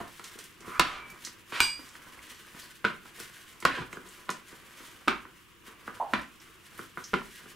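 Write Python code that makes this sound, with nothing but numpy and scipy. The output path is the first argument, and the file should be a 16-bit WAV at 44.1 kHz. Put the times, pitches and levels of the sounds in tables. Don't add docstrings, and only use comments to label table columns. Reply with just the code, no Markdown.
import sys
import numpy as np
from scipy import signal
from scipy.fft import rfft, irfft, next_fast_len
from scipy.io import wavfile
from scipy.ndimage import uniform_filter1d

SR = 44100
rng = np.random.default_rng(int(sys.argv[2]) if len(sys.argv) > 2 else 0)


def ratio(d):
    e = np.asarray(d, float) / 20
    return 10 ** e


def store_wav(level_fs):
    pcm = np.round(np.clip(np.atleast_2d(level_fs), -1, 1) * 32767)
    wavfile.write(sys.argv[1], SR, pcm.T.astype(np.int16))


N = 332954

# t/s, blow/dB, counter thump/dB, crack/dB, first edge/dB
DROPS = [
    (0.796, -8, -21, -13, -40),
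    (1.604, -13.5, -23.5, -10, -22),
    (2.849, -11, -19, -57, -12),
    (3.652, -6.5, -23.5, -21, -57),
    (4.292, -19.5, -16, -29, -19.5),
    (5.081, -9, -17.5, -29, -12.5),
    (6.136, -11, -15.5, -47, -33),
    (7.139, -14.5, -14, -39, -9),
]
# main board pitch f/Hz, ring/dB, rebound delay/s, rebound/dB
DROP_RINGS = [(1006, -8, .0016, -1.5), (1423, -7.5, 0.00119, -8.5), (1380, -7, .002, -7),
              (1288, -8, .0018, -5), (1380, -8, .002, -10), (1330, -10.5, .0015, -10),
              (1374, -14.5, 0.00201, -9.5), (1340, -5, 0.00155, -9)]
# f/Hz, width/Hz, level/dB
BOARD_MODES = [(760, 260, -14), (980, 240, -4), (1160, 260, -4), (1380, 260, 1), (1600, 320, -5),
               (1830, 340, -6), (2090, 380, -6), (2450, 480, -8), (2920, 560, -6), (3480, 750, -7),
               (4300, 1000, -8), (5600, 1500, -11)]
# f/Hz, width/Hz, level/dB
COUNTER_MODES = [(109, 61, -6), (182.5, 54, -0.5), (242, 144, 11.5), (361.7, 61, 2), (448, 83, 4)]
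CLINK_S = 1.604


def unit_rms(x):
    return x / np.sqrt(np.mean(x ** 2) + 1e-20)


def unit_peak(x):
    return x / np.max(abs(x))


def read(points, hz):
    f, value = np.transpose(points)
    return np.interp(np.log(hz + 1), np.log(f + 1), value)


def add(mix, s, sound):
    part = mix[..., max(round(s * SR), 0):][..., :sound.shape[-1]]
    part += sound[..., :part.shape[-1]]


def colour(x, gain_db):
    size = next_fast_len(N)
    gain = ratio(gain_db(np.fft.rfftfreq(size, 1 / SR)))
    return irfft(rfft(x, size) * gain, size)[..., :N]


def causal(x, gain_db):
    log_gain = np.log(ratio(gain_db(abs(np.fft.fftfreq(4096, 1 / SR)))))
    taps = np.fft.ifft(np.exp(np.conj(signal.hilbert(log_gain)))).real[:2048]
    return signal.oaconvolve(x, taps)[:N]


def band(x, order, edges_hz):
    return signal.lfilter(*signal.butter(order, edges_hz, "band", fs=SR), x)


def whitened(x, size):
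    z = rfft(x)
    return irfft(z / np.sqrt(uniform_filter1d(abs(z) ** 2, size=size)))


def grains(per_s, spread_db):
    draw, size, sign = rng.random((N, 3)).T
    level = ratio(-spread_db * np.log(size + 0.0037))
    return (draw < per_s / SR) * level * np.sign(sign - .5)


def resonate(x, hz, width_hz):
    turn = np.exp(2j * np.pi * np.cumsum(hz) / SR)
    r = np.exp(-np.pi * width_hz / SR)
    return 2 * (turn * signal.lfilter([1 - r], [1, -r], x / turn)).real


def ring(modes, chance, spread_db, damping):
    hz, width_hz, db = np.transpose(modes)[:, :, None]
    t = np.arange(4000) / SR
    u, v = chance[:, :len(modes), None] - .5
    sign = (-1.) ** np.arange(len(modes))[:, None]
    decay = np.exp(-np.pi * damping * width_hz * t)
    tones = np.sin(2 * np.pi * hz * (1 + .05 * v) * t)
    return unit_peak((sign * ratio(db + spread_db * u) * decay * tones).sum(0))


def hum():
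    # f/Hz, density/dB
    hum_db = [(12, -37), (20, -12), (53, -4), (198, -6), (285, -12), (347, 0), (377, -14), (472, -11),
              (574, -28), (849, -22), (1090, -9), (1760, -15), (2910, -11), (4300, -25), (16000, -27)]
    # f/Hz, correlation/1
    likeness = [(60, 0.24), (180, 0.67), (550, 0.4), (1650, 0.57), (4970, 0.3), (15000, 0.24)]
    frames, hz = N // 256 + 5, np.fft.rfftfreq(1024, 1 / SR)
    a, b, c, d, patches = rng.standard_normal((frames, 513, 5)).T
    patches = uniform_filter1d(patches, size=12, axis=0)
    patches = unit_rms(uniform_filter1d(patches, size=14, axis=1))
    same = np.clip(read(likeness, hz), -1, 1)[:, None]
    left = a + 1j * b
    z = np.array([left, same * left + np.sqrt(1 - same ** 2) * (c + 1j * d)])
    z *= ratio(read(hum_db, hz)[:, None] + patches)
    return ratio(-57.5) * unit_rms(signal.istft(z, nperseg=1024, noverlap=768)[1][:, :N])


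def kitchen(x, alike):
    # f/Hz, t60/s
    room_t60_s = [(100, 0.49), (260, 0.29), (700, 0.31), (1840, 0.31), (4850, 0.23), (12000, 0.063)]
    taps = np.zeros((6, SR // 2))
    at = np.arange(120, SR // 2 - 20, 20) + rng.integers(0, 20, (6, (SR // 2 - 121) // 20))
    np.put_along_axis(taps, at, rng.choice([-1., 1.], at.shape), 1)
    alike = np.clip(alike, 0, 1)
    taps = np.sqrt(alike) * taps[[0, 0, 1, 1]] + np.sqrt(1 - alike) * taps[2:]
    hz, t, z = signal.stft(taps, SR, nperseg=256)
    tail = signal.istft(z * ratio(-60 * t / read(room_t60_s, hz)[:, None]), SR, nperseg=256)[1]
    turn = 2 * np.pi * .31 * np.arange(N) / SR
    shares = x * np.array([np.cos(turn), np.cos(turn), np.sin(turn), np.sin(turn)])
    wet = signal.fftconvolve(shares, tail / np.linalg.norm(tail[0]), axes=1)[:, :N]
    return wet[:2] + wet[2:]


def clink():
    # f/Hz, level/dB
    glass_modes = [(2286, -53.5), (2387, -52), (2451, -59), (2885, -58), (3160, -60), (3440, -58),
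                   (4027, -64), (4452, -65), (4786, -62), (4818, -43.5), (4894, -54), (5766, -61),
                   (5960, -61), (6062, -58), (6562, -63), (7320, -59), (7714, -67), (8150, -58),
                   (8220, -52), (8300, -56), (9300, -72), (10600, -71), (12350, -65), (13030, -71),
                   (14090, -69), (15040, -69)]
    # f/Hz, t60/s
    glass_t60_s = [(2300, .42), (3500, .3), (4850, .6), (6000, .3), (8200, .42), (12000, .3), (15000, .3)]
    hz, db = np.transpose(glass_modes)[:, :, None]
    t = np.arange(SR // 2) / SR
    strike = (1 + 4 * (hz < 3000) * np.exp(-t / 0.005)) * (1 - np.exp(-t / 0.00018))
    wander = uniform_filter1d(rng.standard_normal((len(glass_modes), SR // 2)), size=600)
    flutter = ratio(1.8 * unit_rms(wander))
    decay = ratio(db - 60 * t / read(glass_t60_s, hz))
    tone = (decay * strike * flutter * np.sin(2 * np.pi * hz * t)).sum(0)
    stilled_db = -110 * np.maximum(t + CLINK_S - 1.74, 0)
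    out = np.zeros(N)
    add(out, CLINK_S, ratio(19.5 + stilled_db) * tone)
    return out


def spray(db, t60_s, band_hz):
    t = np.arange(14000) / SR
    a, b, c, grain = rng.standard_normal((4, 14000))
    grain_db = 3.0 * unit_rms(uniform_filter1d(grain, size=90))
    noise = np.array([a + .45 * b, a + .45 * c]) * ratio(grain_db)
    noise = unit_rms(band(noise, 2, band_hz))
    return ratio(db - 60 * t / t60_s) * (1 - np.exp(-t / 0.0037)) * noise


def washes():
    out = np.zeros((2, N))
    for s, db, *_ in DROPS:
        add(out, s, spray(db - 27, t60_s=0.35, band_hz=(890, 3800)))
    add(out, CLINK_S, spray(-30, t60_s=0.3, band_hz=(2200, 8340)))
    return out


def ping(db, hz, t60_s, rise_cycles):
    t = np.arange(round(np.clip(t60_s, .01, .4) * SR)) / SR
    sway = 1 + .12 * unit_rms(uniform_filter1d(rng.standard_normal(18000), size=120))[:len(t)]
    shape = (1 - np.exp(-t * hz / rise_cycles)) * ratio(-60 * t / (len(t) / SR))
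    return ratio(db) * unit_peak(shape * np.sin(2 * np.pi * np.cumsum(hz * sway) / SR))


def lumps():
    # t/s, peak/dB, f/Hz, t60/s
    lump_rows = [(0.354, -45, 334, 0.12), (0.389, -43, 420, 0.12), (0.796, -14, 342, 0.12),
                 (1.792, -41, 310, 0.11), (2.547, -40, 170, 0.11), (2.846, -29, 221, 0.12),
                 (3.651, -18.5, 490, 0.11), (3.704, -28, 266, 0.14), (3.739, -32, 541, 0.14),
                 (3.774, -33, 513, 0.12), (3.804, -27, 143, 0.12), (3.819, -35, 119, 0.12),
                 (3.97, -41, 302, 0.12), (4.056, -44, 339, 0.11), (4.526, -45, 350, 0.16),
                 (5.076, -17.5, 263, 0.16), (5.119, -28, 355, 0.12), (6.133, -26, 260, 0.13),
                 (7.134, -18.5, 353, 0.17), (7.174, -29, 237, 0.1)]
    # t/s, peak/dB, f/Hz, t60/s
    wobble_rows = [
        (0.79, -36, 59.5, .1),
        (0.96, -52, 60, .2),
        (1.6, -47, 50, 0.085),
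        (3.79, -49, 55, .3),
        (5.1, -54, 50, 0.38),
        (6.17, -49, 59.6, .3),
        (7.2, -57, 50, .3),
    ]
    # t/s, peak/dB, f/Hz, t60/s
    tap_rows = [(0.195, -35, 1150, 0.058), (1.272, -31, 1880, 0.046), (1.953, -32, 1870, 0.05),
                (2.146, -38, 1950, 0.05), (2.1919, -34, 2010, 0.05), (2.2782, -37.5, 2040, 0.05),
                (2.3494, -44, 1670, 0.05), (2.4494, -41, 1670, 0.05), (3.057, -38.5, 1340, 0.054),
                (3.7094, -22, 1670, 0.05), (3.929, -26.5, 2300, 0.058), (3.9709, -30, 1330, 0.05),
                (4.1494, -43, 2730, 0.05), (4.5994, -47, 1540, 0.05), (4.803, -46, 1160, 0.05),
                (4.8394, -39, 1160, 0.05), (5.1694, -29, 1140, 0.046), (5.252, -34, 1130, 0.05),
                (7.2174, -27, 1046, 0.05), (7.4036, -39, 1280, 0.05)]
    out = np.zeros(N)
    for (s, db, *_), (hz, ring_db, *_) in zip(DROPS, DROP_RINGS):
        add(out, s + 0.00058, ping(db + ring_db, hz, t60_s=0.023, rise_cycles=1.3))
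    add(out, 6, ping(-23.5, 780, t60_s=0.32, rise_cycles=0.95))
    groups = ((lump_rows, -8.0, .55, .5), (wobble_rows, 0.0, .9, .8), (tap_rows, -11.0, .35, 1.2))
    for rows, trim_db, damped, rise_cycles in groups:
        for s, db, hz, t60_s in rows:
            add(out, s - .001, ping(db + trim_db, hz, damped * t60_s, rise_cycles))
    return out


def slides():
    # t/s, level/dB, chatter f/Hz, rasp re chatter/dB
    skid_tables = [
        [(0.0, -21.5, 780, -24), (0.02, -38.5, 765, -45), (0.1, -61, 740, -24)],
        [(0.6, -66, 1270, 2), (0.606, -67, 1280, -11), (0.626, -60, 1140, -31), (0.68, -41.5, 1170, -48),
         (0.77, -34.5, 1310, -41), (0.79, -45, 1440, 4)],
        [(0.82, -46, 1250, 6), (0.932, -45.5, 1230, -1.5), (0.974, -46.5, 1360, -3), (1.112, -60, 1200, -25),
         (1.21, -75, 1200, -17)],
        [(1.515, -52, 1180, -14), (1.525, -45.5, 1230, 2.5), (1.559, -43, 1560, 6), (1.597, -43.5, 1560, 4),
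         (1.6, -9, 1710, 9)],
        [(3.62, -71, 1870, -18), (3.626, -40.5, 2000, 3), (3.642, -62, 1840, -16), (3.645, -43, 1760, -13)],
        [(3.68, -42, 1670, -16), (3.75, -36.5, 1600, -6.5), (3.83, -46, 1570, -3.5), (3.9, -101, 1380, -25)],
    ]
    out, slips = np.zeros(N), grains(6000, spread_db=0.0)
    rasp = signal.sosfilt(signal.butter(2, [500, 4300], "band", fs=SR, output="sos"), slips)
    for rows in skid_tables:
        s, *columns = np.transpose(rows)
        t = np.arange(s[0], s[-1], 1 / SR)
        db, hz, rasp_db = (np.interp(t, s, c) for c in columns)
        start = round(s[0] * SR)
        part = slice(start, start + len(t))
        chatter = resonate(resonate(slips[part], hz, 450), hz, 700)
        chatter = chatter + .35 * resonate(slips[part], 1.55 * hz, 250)
        sound = unit_rms(chatter) + ratio(rasp_db + 8.0) * unit_rms(rasp[part])
        add(out, s[0], ratio(db - 9.0) * sound * signal.windows.tukey(len(t), .12))
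    rub = slips[:round((1.22 - .9) * SR)]
    song = unit_rms(resonate(rub, np.full(len(rub), 2310), 25))
    add(out, .9, ratio(-59) * np.hanning(len(rub)) * song)
    return out


def hand(column, clumpy_db):
    # full grip t/s, let-go time/s, push on the bowl/dB, wet squelch/dB
    squeeze_rows = [(0.005, 0.12, -43, -58), (0.258, 0.62, -56, -53), (0.39, 0.12, -51.5, -67),
                    (0.71, 0.22, -41, -51.5), (0.95, 0.23, -40, -79), (1.1, 0.15, -46, -57),
                    (1.253, 0.33, -55.5, -55.5), (1.53, 0.15, -57, -52.5), (1.8, 0.65, -54, -57.5),
                    (1.964, 0.096, -53, -54), (2.15, 0.68, -52.5, -57), (2.35, 0.91, -74, -57.5),
                    (2.59, 0.4, -52.5, -56.5), (3.06, 0.13, -54, -57.5), (3.198, 0.12, -48, -46),
                    (3.37, 0.95, -56.5, -57), (3.6, 0.23, -60, -64), (3.931, 0.12, -47, -55.5),
                    (4.14, 0.61, -52.5, -57), (4.52, 0.31, -55, -56), (4.81, 0.61, -51, -54.5),
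                    (5.25, 0.24, -62, -83), (5.68, 0.1, -47, -56), (5.881, 0.33, -51, -58.5),
                    (6.1, 0.58, -58, -61), (6.48, 0.36, -55.5, -61), (6.78, 0.4, -53.5, -56),
                    (7.04, 0.51, -82, -57.5), (7.3, 0.45, -76, -58), (7.42, 0.65, -54, -55.5)]
    s, let_go_s, db = np.transpose(squeeze_rows)[[0, 1, column], :, None]
    hop = 300
    clumps = unit_rms(uniform_filter1d(rng.standard_normal(N // hop + 2), size=4))
    steps = np.arange(len(clumps))
    since = (steps * hop / SR - s) / let_go_s
    grip = ratio(db - 20.5 * np.maximum(since, -since / 0.61))
    rest = ratio(-74)
    level = np.sqrt((grip ** 2).sum(0) + rest ** 2) * ratio(clumpy_db * clumps)
    return np.interp(np.arange(N) / hop, steps, level)


def drag():
    flat = np.full((2, 16), .5)
    board = ring(BOARD_MODES, flat, spread_db=0, damping=5.3)
    counter = ring(COUNTER_MODES, flat, spread_db=0, damping=0.13)
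    wood = signal.oaconvolve(grains(2500, spread_db=3.0), board)[:N]
    low = signal.oaconvolve(grains(300, spread_db=-6.0), counter)[:N]
    push = np.minimum(hand(column=2, clumpy_db=2.5), ratio(-48))
    load = (hand(column=2, clumpy_db=4.5) / ratio(-52.5)) ** 0.85
    return ratio(-7.5) * push * unit_rms(wood) + ratio(-71.5) * load * unit_rms(low)


def squeeze():
    # f/Hz, density/dB
    fizz_db = [(880, -78), (1500, 1), (2040, 0), (2660, -3.5), (2970, -0.5), (4500, -7), (10100, -8),
               (14100, -12.5), (16000, -17)]
    # t/s, peak/dB, f/Hz, band spread factor/1
    pop_rows = [(0.127, -45, 9200, 1.8), (0.241, -31, 4650, 1.8), (0.388, -31, 4570, 2.3),
                (0.4403, -37, 6550, 2), (0.525, -46.5, 4100, 1.9), (0.606, -38.5, 4500, 1.95),
                (1.101, -40, 8340, 1.7), (1.2487, -26, 5560, 1.44), (1.5726, -39, 4040, 1.9),
                (1.8886, -41, 5820, 1.4), (2.3466, -42, 4710, 1.44), (2.597, -34, 4860, 2.4),
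                (2.6185, -43.5, 4470, 1.1), (3.1996, -29.5, 6330, 1.9), (3.5269, -48, 6990, 1.1),
                (3.602, -34.5, 6900, 1.6), (3.928, -39.5, 7300, 1.12), (4.088, -40, 7740, 1.24),
                (4.3024, -23.5, 6300, 1.48), (4.4844, -44, 6100, 1.6), (6.214, -41, 6860, 1.6),
                (6.4, -47, 5440, 1.2), (6.7774, -38, 10900, 1.3), (7.0397, -31, 5720, 1.14)]
    fizz = [colour(grains(6000, spread_db=2.5), lambda hz: read(fizz_db, hz)) for _ in range(3)]
    ears = np.array([fizz[0] + 0.43 * fizz[1], fizz[0] + 0.31 * fizz[2]])
    out = ratio(2.0) * hand(column=3, clumpy_db=3.0) * unit_rms(ears)
    t = np.arange(6000) / SR
    for s, db, hz, spread in pop_rows:
        pan_db = -0.5 + 6 * rng.uniform(-1, 1)
        spread = max(spread, 1.04)
        puff = band(rng.standard_normal(6000), 2, np.clip([hz / spread, hz * spread], 500, 20000))
        decay = np.exp(-t / 0.0015) + 0.23 * np.exp(-t / 0.03)
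        pop = unit_peak(puff * (1 - np.exp(-t / 0.00066)) * decay)
        add(out, s, ratio(db - 2.0 + np.array([[.5], [-.5]]) * pan_db) * pop)
    return out


def blow(db, thump_db, crack_db, soft_hz, chance, grit):
    t = np.arange(4000) / SR
    force = (np.arange(4000) == 0) + .02 * grit * np.exp(-t / .003)
    force = signal.lfilter(*signal.butter(3, soft_hz, fs=SR), force)
    board = ring(BOARD_MODES, chance, spread_db=1.5, damping=1.8)
    wood = unit_peak(signal.oaconvolve(force, board)[:4000])
    chatter = whitened(grit[::-1] * np.exp(-t / 0.0034), size=13) * np.exp(-t / .03)
    rattle = ratio(-5) * unit_peak(band(chatter, 2, [850, soft_hz]))
    counter = ring(COUNTER_MODES, chance[:, ::-1], spread_db=-2.5, damping=0.94)
    thump = counter * (1 - np.exp(-t / 0.0023))
    top_hz = np.clip(9000 * ratio(1.1 * (crack_db + 2.0)), 5000, 19000)
    snap = whitened(grit * np.exp(-t / .0012), size=61) * np.exp(-t / .004)
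    crack = unit_peak(band(snap, 1, [3000, top_hz]))
    return ratio(db) * (wood + rattle + ratio(thump_db + 10.5) * thump + ratio(crack_db + 17.5) * crack)


def knocks():
    # t/s, blow/dB, counter thump/dB, crack/dB
    rock_rows = [(0.008, -36.5, 1, -39), (0.196, -35.5, -12, -20), (0.355, -60, 12.5, -30),
                 (0.607, -59, 7, -30), (0.677, -41.5, 1.5, -32), (1.273, -42, -9, -35),
                 (1.524, -29.5, -11, -32), (1.794, -42.5, -6, -27), (1.955, -41.5, -32, -15),
                 (2.279, -48, -12, -17), (2.548, -48.5, -2.5, -30), (3.057, -42, -33, -32),
                 (3.201, -39, -4, -33), (3.626, -43.5, 1, -30), (3.784, -27, -8, -39),
                 (3.82, -33.5, -9.5, -64), (3.931, -37.5, -8.5, -18), (3.971, -33.5, -8.5, -31),
                 (4.06, -53, 3.5, -35), (4.527, -47, -1, -27), (4.804, -49, -3.5, -25.5),
                 (5.254, -40, -12, -36), (5.679, -55, 5, -13), (5.879, -29, -11, -38),
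                 (5.972, -42.5, -14, -23), (6.793, -30.5, -10, -34), (6.974, -28, -13.5, -45),
                 (7.403, -65, -40, -33), (7.459, -45, -3.5, -30)]
    out = np.zeros(N)
    for (s, db, thump_db, crack_db, edge_db), (*_, again_s, again_db) in zip(DROPS, DROP_RINGS):
        chance, grit = rng.random((3, 2, 16)), rng.standard_normal((3, 4000))
        edge = blow(db + edge_db, thump_db + 10.0, crack_db - 30, 3000, chance[1], grit[1])
        slam = blow(db - 1.5, thump_db - 2.5, crack_db, 3200, chance[0], grit[0])
        rebound = -blow(db + again_db - 2.5, thump_db, crack_db, 3500, chance[2], grit[2])
        jolt = ratio(db + crack_db - 13) * np.hanning(round(0.011 * SR))
        add(out, s - 0.005384, edge)
        add(out, s - .001, jolt)
        add(out, s - .0004, slam)
        add(out, s + again_s, rebound)
    for s, db, thump_db, crack_db in rock_rows:
        chance, grit = rng.random((2, 16)), rng.standard_normal(4000)
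        add(out, s - .0006, blow(db, thump_db - 2.5, crack_db, 1720, chance, grit))
    return out


def scene():
    # f/Hz, gain/dB
    path_db = [(300, 0), (520, 0.5), (700, -3), (860, -4), (1000, 4.5), (1700, 2.5), (2300, 4.5), (3500, 0),
               (6000, -4), (10000, 1)]
    # f/Hz, difference/dB
    lean_db = [(60, 3.5), (250, 0.5), (550, -3), (1500, -2), (4000, -0.5), (12000, -2.5)]
    board, wet = knocks() + drag() + slides(), squeeze()
    glass, close = clink(), lumps()
    echo = kitchen(board + ratio(-8.5) * close + ratio(-2.5) * glass, alike=0.59)
    board = board + ratio(0.5) * glass + close + washes() + ratio(-5.5) * echo
    leaning = [causal(ear, lambda hz: read(path_db, hz) + side * read(lean_db, hz))
               for ear, side in zip(board, (.5, -.5))]
    return np.array(leaning) + wet + ratio(-8.0) * kitchen(wet.mean(0), alike=0.59) + hum()


def top_cut(x):
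    return signal.sosfilt(signal.butter(12, 16820, fs=SR, output="sos"), x)


def record(dry):
    edge = signal.firwin(401, 15780, window=("kaiser", 8), fs=SR)
    mix = signal.oaconvolve(dry, edge[None], "same")
    return top_cut(mix)


dry = scene()
out = record(dry)
store_wav(out)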